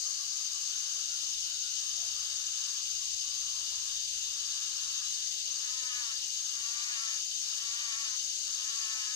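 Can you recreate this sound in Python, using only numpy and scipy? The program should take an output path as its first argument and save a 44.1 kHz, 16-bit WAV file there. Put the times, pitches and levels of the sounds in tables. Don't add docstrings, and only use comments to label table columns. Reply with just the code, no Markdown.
import sys
import numpy as np
from scipy import signal
from scipy.fft import rfft, irfft, next_fast_len
from scipy.io import wavfile
from scipy.ndimage import uniform_filter1d

SR = 44100
rng = np.random.default_rng(int(sys.argv[2]) if len(sys.argv) > 2 else 0)


def generate_wav(signal):
    frames = np.transpose(np.atleast_2d(signal))
    scaled = np.clip(frames, -1, 1) * 32767
    pcm = np.round(scaled).astype(np.int16)
    wavfile.write(sys.argv[1], SR, pcm)


N = 403515

# (frequency [Hz], likeness to the left [0-1], phase [rad], left over right [dB]).
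BUZZ_PORTS = [(2460, 0.84, -0.8, 4), (3198, 0.83, -3, 1.9), (4270, 0.48, -6, 2.6)]


def chorus():
    # (frequency [Hz], relative level [dB])
    chorus_spectrum = [(3800, -15), (4200, -9.5), (4700, -6), (5300, -8), (5950, -6), (6250, -0.5),
                       (6450, 0.5), (6750, -4), (7100, -11.5), (7700, -15), (8300, -17.5), (8800, -23),
                       (9300, -30.5), (9700, -47)]
    # (frequency [Hz], width [Hz], level against the chorus [dB])
    singers = [(4090, 120, -4), (4775, 50, 5), (4910, 60, 2.5), (5165, 60, 2.5), (5408, 90, 2.5),
               (5860, 50, 5), (5980, 110, -3.5), (6460, 60, 3), (6920, 60, 3)]
    chorus_ports = [(3660, 0.071, 0, 1.5), (4980, 0.026, 0, 9), (6000, 0.066, 0, 9), (7200, 0.057, 0, 9),
                    (9140, 0.046, 0, 0), (9950, 0.43, 0, -9)]
    arrivals = drone(chorus_spectrum, -32.5, patchy_db=0.0, flicker_db=1.01, peaks=singers)
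    return ports(*arrivals, chorus_ports)


def fizz():
    # (frequency [Hz], relative level [dB])
    fizz_spectrum = [(8500, -13), (9600, -35), (10200, 2), (12000, -2.5), (14300, -3), (14800, -20.5),
                     (15200, -15), (16000, -19)]
    fizz_ports = [(8260, 0.43, 0.25, 0), (10260, 0.88, 4.1, 0), (10920, 0.93, 5.7, 0), (12570, 1, 9.3, 0),
                  (13960, .99, 12.2, 0), (16300, 0.97, 13.5, 0)]
    return ports(*drone(fizz_spectrum, -58.5, patchy_db=0.0, flicker_db=1.35), fizz_ports)


def buzzers():
    # (frequency [Hz], half width at quarter power [Hz], level [dB])
    tymbal = [(2752, 63, -2.5), (2866, 22.5, 2.5), (2930, 47, 0), (3044, 74, 2.5), (3177, 134, 1.5),
              (3210, 104, -1.5), (3484, 96, 0), (3726, 59, 2.5), (3630, 104, 0), (3968, 28, 3)]
    # (time [s], level [dB])
    buzz_level = [(0, -49.5), (.3, -48), (.7, -45.5), (1.7, -44), (3, -44.5), (5, -44), (7, -44),
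                  (9.15, -44)]
    puffs_per_s, puff_share = 231, .28
    uneven, steady = .2, .68
    turns = np.cumsum(puffs_per_s * (1 + .009 * wander(size=9000) + .01 * wander(size=200))) / SR
    puff = np.exp(-.5 * ((turns % 1 - .5) / (puff_share / 2)) ** 2)
    puff *= 1 + uneven * (-1) ** np.floor(turns)
    drive = (steady + puff) * phrases() * rng.standard_normal(N)

    size = next_fast_len(N)
    hz = np.fft.rfftfreq(size, 1 / SR)
    body = np.sqrt(sum(amp(db) ** 2 / (1 + (hz - f) ** 2 / w ** 2) ** 2 for f, w, db in tymbal))
    body /= 1 + (np.abs(hz - 3350) / 900) ** 8
    buzz = curve(buzz_level) * evened(irfft(rfft(drive, size) * body, size)[:N])
    return ports(*among_trees(buzz, t60=.15, wet=.25), BUZZ_PORTS)


def thin_tones():
    # (frequency [Hz], nominal width [Hz], level against the tone level [dB])
    tones = [(2655, 10, -10), (2860, 10, 1), (3020, 12, -9), (3440, 11, -2), (3652, 9.3, 2.5),
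             (3970, 12, 0.5)]
    # (time [s], level [dB])
    tone_level = [(0, -73), (.7, -61), (3.2, -57.5), (4.3, -51.5), (5.5, -52.5), (7, -57), (9.15, -58.5)]
    t, out = np.arange(N) / SR, np.zeros(N)
    for hz, width_hz, db in tones:
        size = int(SR / (2 * width_hz))
        envelope = wander(size) + 1j * wander(size)
        carrier = np.exp(2j * np.pi * hz * t)
        out += amp(db + 2.2 * wander(size=25000)) * (envelope * carrier).real
    out *= curve(tone_level) * phrases()
    return ports(out, out[::-1], BUZZ_PORTS)


def phrases():
    # (time [s], count)
    joins = [(-.07, 0), (1.516, 12), (2.838, 22), (3.246, 25), (3.791, 29), (4.325, 33), (4.88, 37),
             (5.713, 43), (6.283, 47), (7.147, 53), (7.696, 57), (8.241, 61), (9.226, 68)]
    # (time [s], gain [dB])
    join_gain = [(0, -3), (2, -4), (3.9, -5), (4.4, -9), (6, -12), (7.3, -9), (9.15, -10)]
    join_s, swell_db = .016, 1.2
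    t = np.arange(N) / SR
    count = np.interp(t, *np.transpose(joins))
    off_s = (count - np.round(count)) / np.gradient(count * SR)
    join = np.exp(-.5 * (2 * off_s / join_s) ** 2)
    phrase_db = swell_db * (count % 1 - 4.0)
    return amp(np.interp(t, *np.transpose(join_gain)) * join + phrase_db * (1 - join))


def crow():
    # (frequency [Hz], level [dB])
    throat = [(600, -36), (800, -17.5), (880, -11.5), (980, -4.5), (1130, 0), (1280, -0.5), (1400, -2),
              (1550, -5.5), (1770, 2), (2000, -3.5), (2180, -3), (2400, 3), (2550, -10), (2700, -22),
              (3500, -45)]
    # (frequency [Hz], level [dB])
    hoarse = [(600, -27), (850, -8), (1000, -3.5), (1150, 2), (1300, 2.5), (1500, 1.5), (1750, 3.5),
              (1900, -6), (2100, -27), (2400, -8), (2800, -21), (4000, -74)]
    # (time [s], pitch [Hz])
    caw_pitch = [
        [(5.6, 233.5), (5.65, 242), (5.745, 257.8), (5.84, 255.2), (5.9, 249.5), (5.95, 244), (6.0, 244.7),
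         (6.098, 219.8), (6.17, 209.6)],
        [(6.52, 223.7), (6.594, 233.4), (6.674, 232.5), (6.76, 236), (6.84, 237.5), (6.93, 243), (6.968, 225.1),
         (7.14, 220.7), (7.21, 200)],
        [(7.56, 216.3), (7.62, 224.3), (7.70, 229.5), (7.78, 238), (7.84, 238), (7.875, 227.8), (7.94, 222),
         (8.0, 230.3), (8.064, 220.7), (8.12, 210), (8.19, 192.3)],
        [(8.55, 193.2), (8.604, 201.5), (8.636, 215.5), (8.668, 211), (8.694, 224.5), (8.756, 227),
         (8.87, 216.6), (8.96, 220.5), (9.01, 213), (9.2, 209)],
    ]
    caw_db = [-46, -45.5, -45.5, -45.5]
    # (at its start [dB per partial], at its end [dB per partial])
    caw_tilt = [(-.2, -0.59), (-.1, -0.013), (0.1, -.4), (-0.36, -0.13)]
    # (start [s], end [s], top level [dB])
    rasps = [(-.2, 0.512, -60), (0.44, 1.048, -58.5), (1.097, 1.757, -66), (1.722, 2.85, -57),
             (3.21, 3.974, -59), (4.258, 5.097, -55)]
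    crow_ports = [(600, .7, -2.3, 3), (1100, .75, -2, 4), (1500, .74, -2.3, 3), (1750, .88, -2.4, 0),
                  (1950, .95, -2.9, -1), (2400, .95, -3.15, 0)]
    open_s, open_db, top_share, sag_db, shut_s = 0.054, -6.5, 0.64, -5, 0.045
    rasp_start_db, rasp_top_share, rasp_sag_db, rasp_edge_s = -8, 0.44, 0, 0.048
    lead_s, catch_s, lead_db, under_db = 0.17, 0.036, -11, -23.5

    t, out = np.arange(N) / SR, np.zeros(N)
    rasp = amp(-67.5 + 3 * wander(size=3000))
    for rows, top_db, tilt_db in zip(caw_pitch, caw_db, caw_tilt):
        s, hz = np.transpose(rows)
        part = slice(int(s[0] * SR), min(int(s[-1] * SR), N))
        size = part.stop - part.start
        jitter = 0.0062 * wander(size=180, count=size) + 0.00503 * wander(size=900, count=size)
        pitch = uniform_filter1d(np.interp(t[part], s, hz), size=500) * (1 + jitter)
        turns = np.cumsum(pitch) / SR
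        tilt = np.linspace(*tilt_db, size)
        folds = np.zeros(size)
        for k in range(3, 14):
            partial_db = 1.3 * wander(size=1100, count=size) + (k - 7) * tilt
            folds += amp(partial_db) * np.cos(2 * np.pi * k * turns)
        level = amp(top_db) * swell(s[0], s[-1], open_db, top_share, sag_db, open_s, shut_s)
        out[part] += evened(coloured(folds, throat)) * level[part]
        lead = amp(top_db + lead_db) * swell(s[0] - lead_s, s[0] + 2 * catch_s, rasp_start_db,
                                             rasp_top_share, 0, rasp_edge_s, catch_s)
        rasp = np.hypot(rasp, np.hypot(lead, amp(under_db) * level))
    for start, end, db in rasps:
        call = swell(start, end, rasp_start_db, rasp_top_share, rasp_sag_db, rasp_edge_s, rasp_edge_s)
        rasp = np.hypot(rasp, amp(db) * call)

    turns = np.cumsum(90 * (1 + 0.29 * wander(size=1500))) / SR
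    puffs = (2.0 + np.exp(-(turns % 1) / 0.11)) * rng.standard_normal(N)
    out += rasp * evened(coloured(puffs, hoarse))
    return ports(*among_trees(out, t60=.35, wet=.3), crow_ports)


def swell(start, end, start_db, top_share, sag_db, rise_s, fall_s):
    t = np.arange(N) / SR
    body_db = np.interp(t, [start, start + top_share * (end - start), end], [start_db, 0, sag_db])
    return amp(body_db) * np.clip((t - start) / rise_s, 0, 1) * np.clip((end - t) / fall_s, 0, 1)


def cackle():
    # (middle [s], level [dB], pitch [Hz])
    low_hoots = [(0.064, -60, 696), (0.246, -67, 674), (0.348, -66, 699), (0.55, -73, 584),
                 (0.714, -68, 690), (0.854, -64, 668), (0.974, -63, 660), (1.098, -59.5, 690),
                 (1.242, -64, 692), (1.384, -66, 690), (1.51, -63, 720), (1.658, -66, 706),
                 (2.154, -68, 641), (2.24, -65, 656), (2.32, -62, 655), (2.674, -71, 533), (3.17, -70, 646),
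                 (3.29, -66, 650), (3.456, -61, 650), (3.606, -63, 687), (3.724, -61.5, 688),
                 (4.05, -72, 580), (4.154, -68, 630), (4.268, -71, 560), (4.354, -66, 663),
                 (4.54, -65, 700), (5.36, -66, 615), (5.474, -62, 628), (5.584, -61, 618),
                 (5.682, -65, 582), (5.81, -63, 583), (6.79, -69, 673), (6.93, -68, 650), (6.964, -68, 594),
                 (7.04, -66, 580), (7.14, -65, 609), (7.77, -75, 518), (8.05, -71, 607), (8.158, -69, 610),
                 (8.264, -69, 614), (8.378, -66.5, 605), (8.488, -67, 582), (8.594, -65, 582),
                 (8.72, -70, 542), (8.98, -78, 667)]
    # (middle [s], level [dB], pitch [Hz], length [s], droop [share of pitch])
    clear_yelps = [(.074, -53.5, 1217, 0.08, 0.07), (.21, -54.5, 1164, .11, 0.017),
                   (.378, -62, 1244, 0.095, .02), (.56, -54, 1175, 0.1, 0.065),
                   (.726, -55, 1475, 0.08, 0.025), (.83, -64, 1110, 0.074, .01),
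                   (1.008, -58, 1340, 0.1, 0.074), (1.114, -52, 1410, .06, .02),
                   (1.255, -60.5, 1197, 0.14, .13), (1.39, -68, 1115, 0.071, .02),
                   (1.514, -62, 1470, .1, 0.0098), (1.65, -56.5, 1486, .09, 0.075),
                   (1.84, -60, 1140, 0.08, .05), (2.02, -57.5, 702, 0.18, .12),
                   (2.164, -60, 1222, 0.08, 0.036), (2.69, -57, 1147, .09, 0.054),
                   (2.814, -63, 1136, 0.084, .02), (3.03, -57, 1147, 0.088, 0.072),
                   (3.36, -60, 1145, .5, 0.015), (3.545, -55.5, 1100, 0.087, 0.11),
                   (3.74, -55, 1022, 0.08, 0.022), (3.876, -57.5, 1130, 0.076, 0.036),
                   (4.26, -58.5, 1125, 0.12, 0.014), (4.43, -64, 1160, 0.059, .02),
                   (4.82, -57, 1110, .08, 0.023), (4.96, -59, 1090, 0.084, 0.022),
                   (5.03, -58.5, 1225, 0.17, 0.018), (5.15, -63, 1120, 0.074, .03),
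                   (6.225, -61, 922, 0.065, .05), (6.46, -71, 1170, .1, .01),
                   (6.71, -62.5, 694, 0.096, 0.13), (8.95, -60, 880, 0.061, .03)]
    # (rate [1/s], mean level [dB], lowest pitch [Hz], highest pitch [Hz], last start [s])
    voices = [(14, -65, 950, 1800, 5.3), (12, -74, 540, 720, 9.1)]
    cackle_ports = [(500, .62, -2.2, 3), (1100, .72, -3, 2), (1900, .6, -4, 1)]
    hoots = notes([(*row, .07, .1) for row in low_hoots], overtone_db=-10, husk=.6)
    yelp_rows = [*clear_yelps, *chatter(*voices[0]), *chatter(*voices[1])]
    yelps = notes(yelp_rows, overtone_db=-25, husk=.5)
    return ports(*among_trees(hoots + yelps, t60=.5, wet=.52), cackle_ports)


def notes(rows, overtone_db, husk):
    out = np.zeros(N + SR)
    for s, db, hz, length, droop in rows:
        u = np.linspace(-1, 1, int(length * SR))
        phase = 2 * np.pi * np.cumsum(hz * (1 - droop * (u + 0.513) ** 2)) / SR
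        tone = np.sin(phase) + amp(overtone_db) * np.sin(2 * phase)
        at = max(int(s * SR) - len(u) // 2, 0)
        out[at:at + len(u)] += np.sqrt(2) * amp(db) * tone * np.hanning(len(u)) ** 0.81
    return out[:N] * (1 + husk * wander(size=120))


def chatter(per_s, db, low_hz, high_hz, end_s):
    when, size, pitch, length, fall = rng.random((int(per_s * end_s), 5)).T
    level_db = db + 3 * (2 * size - 1)
    hz = low_hz * (high_hz / low_hz) ** pitch
    return np.transpose([when * end_s, level_db, hz, .05 + .07 * length, .08 * fall])


def air():
    # (frequency [Hz], relative level [dB])
    murmur = [(15, -31), (40, -4.5), (65, 2.5), (110, -7), (200, -15), (370, -17), (550, -16.5), (780, -17),
              (1000, -2), (1200, -15), (1800, -3.5), (2100, -0.5), (2500, 4), (3000, 3), (4000, -6),
              (5000, -41)]
    # (time [s], relative level [dB])
    rumble = [(0, -73.5), (.85, -79.5), (1.4, -71.5), (1.81, -77), (2.04, -71), (2.6, -76), (3.15, -71),
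              (3.85, -70.5), (4.46, -74), (5.3, -74), (6.9, -78), (9.15, -79)]
    air_ports = [(30, 1, 0.1, -4), (79.5, 0.91, 0.44, -1), (200, 0.44, 1, -0.5), (408, 0.12, -0.5, 1),
                 (567, 0.64, -1.5, 5), (1400, 0.96, -4, 1.5), (1840, 0.046, 5.5, 0.5),
                 (2880, 0.68, -1, 4.5)]
    both = np.array(drone(murmur, -55.5, patchy_db=1.1, flicker_db=.3))
    low = signal.sosfiltfilt(signal.butter(2, 130, fs=SR, output="sos"), both)
    return ports(*(both + low * (evened(curve(rumble)) - 1)), air_ports)


def drone(spectrum, db, patchy_db, flicker_db, peaks=()):
    a, b, c, d, patches = rng.standard_normal((N // 256 + 5, 257, 5)).T
    flicker = evened(uniform_filter1d(uniform_filter1d(patches, 12, 0), 4, 1))
    patches = evened(uniform_filter1d(uniform_filter1d(patches[::-1], 4, 0), 20, 1))
    z = np.array([a + 1j * b, c + 1j * d]) * amp(patchy_db * patches + flicker_db * flicker)
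    window = np.sqrt(signal.windows.hann(512, sym=False))
    noise = signal.istft(z, window=window, nperseg=512, noverlap=256)[1][:, :N]
    closed = [(spectrum[0][0] * .8, -70)] + list(spectrum) + [(spectrum[-1][0] * 1.1, -70)]
    return [amp(db) * evened(coloured(x, closed, peaks)) for x in noise]


def among_trees(x, t60, wet):
    t = np.arange(SR // 2) / SR
    tails = rng.standard_normal((2, len(t))) * amp(-60 * t / t60) * (t > .004)
    tails /= np.linalg.norm(tails, axis=1, keepdims=True)
    echo, other = signal.fftconvolve(x[None], tails, axes=1)[:, :N]
    wet = np.clip(wet, 0, 1)
    return np.sqrt(1 - wet ** 2) * x + wet * echo, other


def ports(left, other, table):
    size = next_fast_len(N)
    same, phase, lean_db = read(table, np.fft.rfftfreq(size, 1 / SR))
    same = np.clip(same, 0, 1)
    right = same * np.exp(1j * phase) * rfft(left, size) + np.sqrt(1 - same ** 2) * rfft(other, size)
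    return np.array([left, irfft(right / amp(lean_db), size)[:N]])


def coloured(x, points, peaks=()):
    size = next_fast_len(len(x))
    hz = np.fft.rfftfreq(size, 1 / SR)
    lift_db = sum(db / (1 + (2 * (hz - f) / w) ** 2) for f, w, db in peaks)
    return irfft(rfft(x, size) * amp(read(points, hz)[0] + lift_db), size)[:len(x)]


def wander(size, count=N):
    return evened(uniform_filter1d(uniform_filter1d(rng.standard_normal(count), size), size))


def read(points, hz):
    f, *columns = np.transpose(points)
    return [np.interp(np.log(hz + 1), np.log(f + 1), c) for c in columns]


def curve(points):
    return amp(np.interp(np.arange(N) / SR, *np.transpose(points)))


def evened(x):
    return x / np.sqrt(np.mean(x ** 2) + 1e-20)


def amp(db):
    return 10 ** (np.asarray(db) / 20)


def scene():
    return chorus() + fizz() + buzzers() + thin_tones() + crow() + cackle() + air()


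def record(dry):
    lowpass = signal.firwin(511, 15780, window=("kaiser", 9), fs=SR)
    return signal.oaconvolve(dry, lowpass[None], "same")


dry = scene()
out = record(dry)
generate_wav(out)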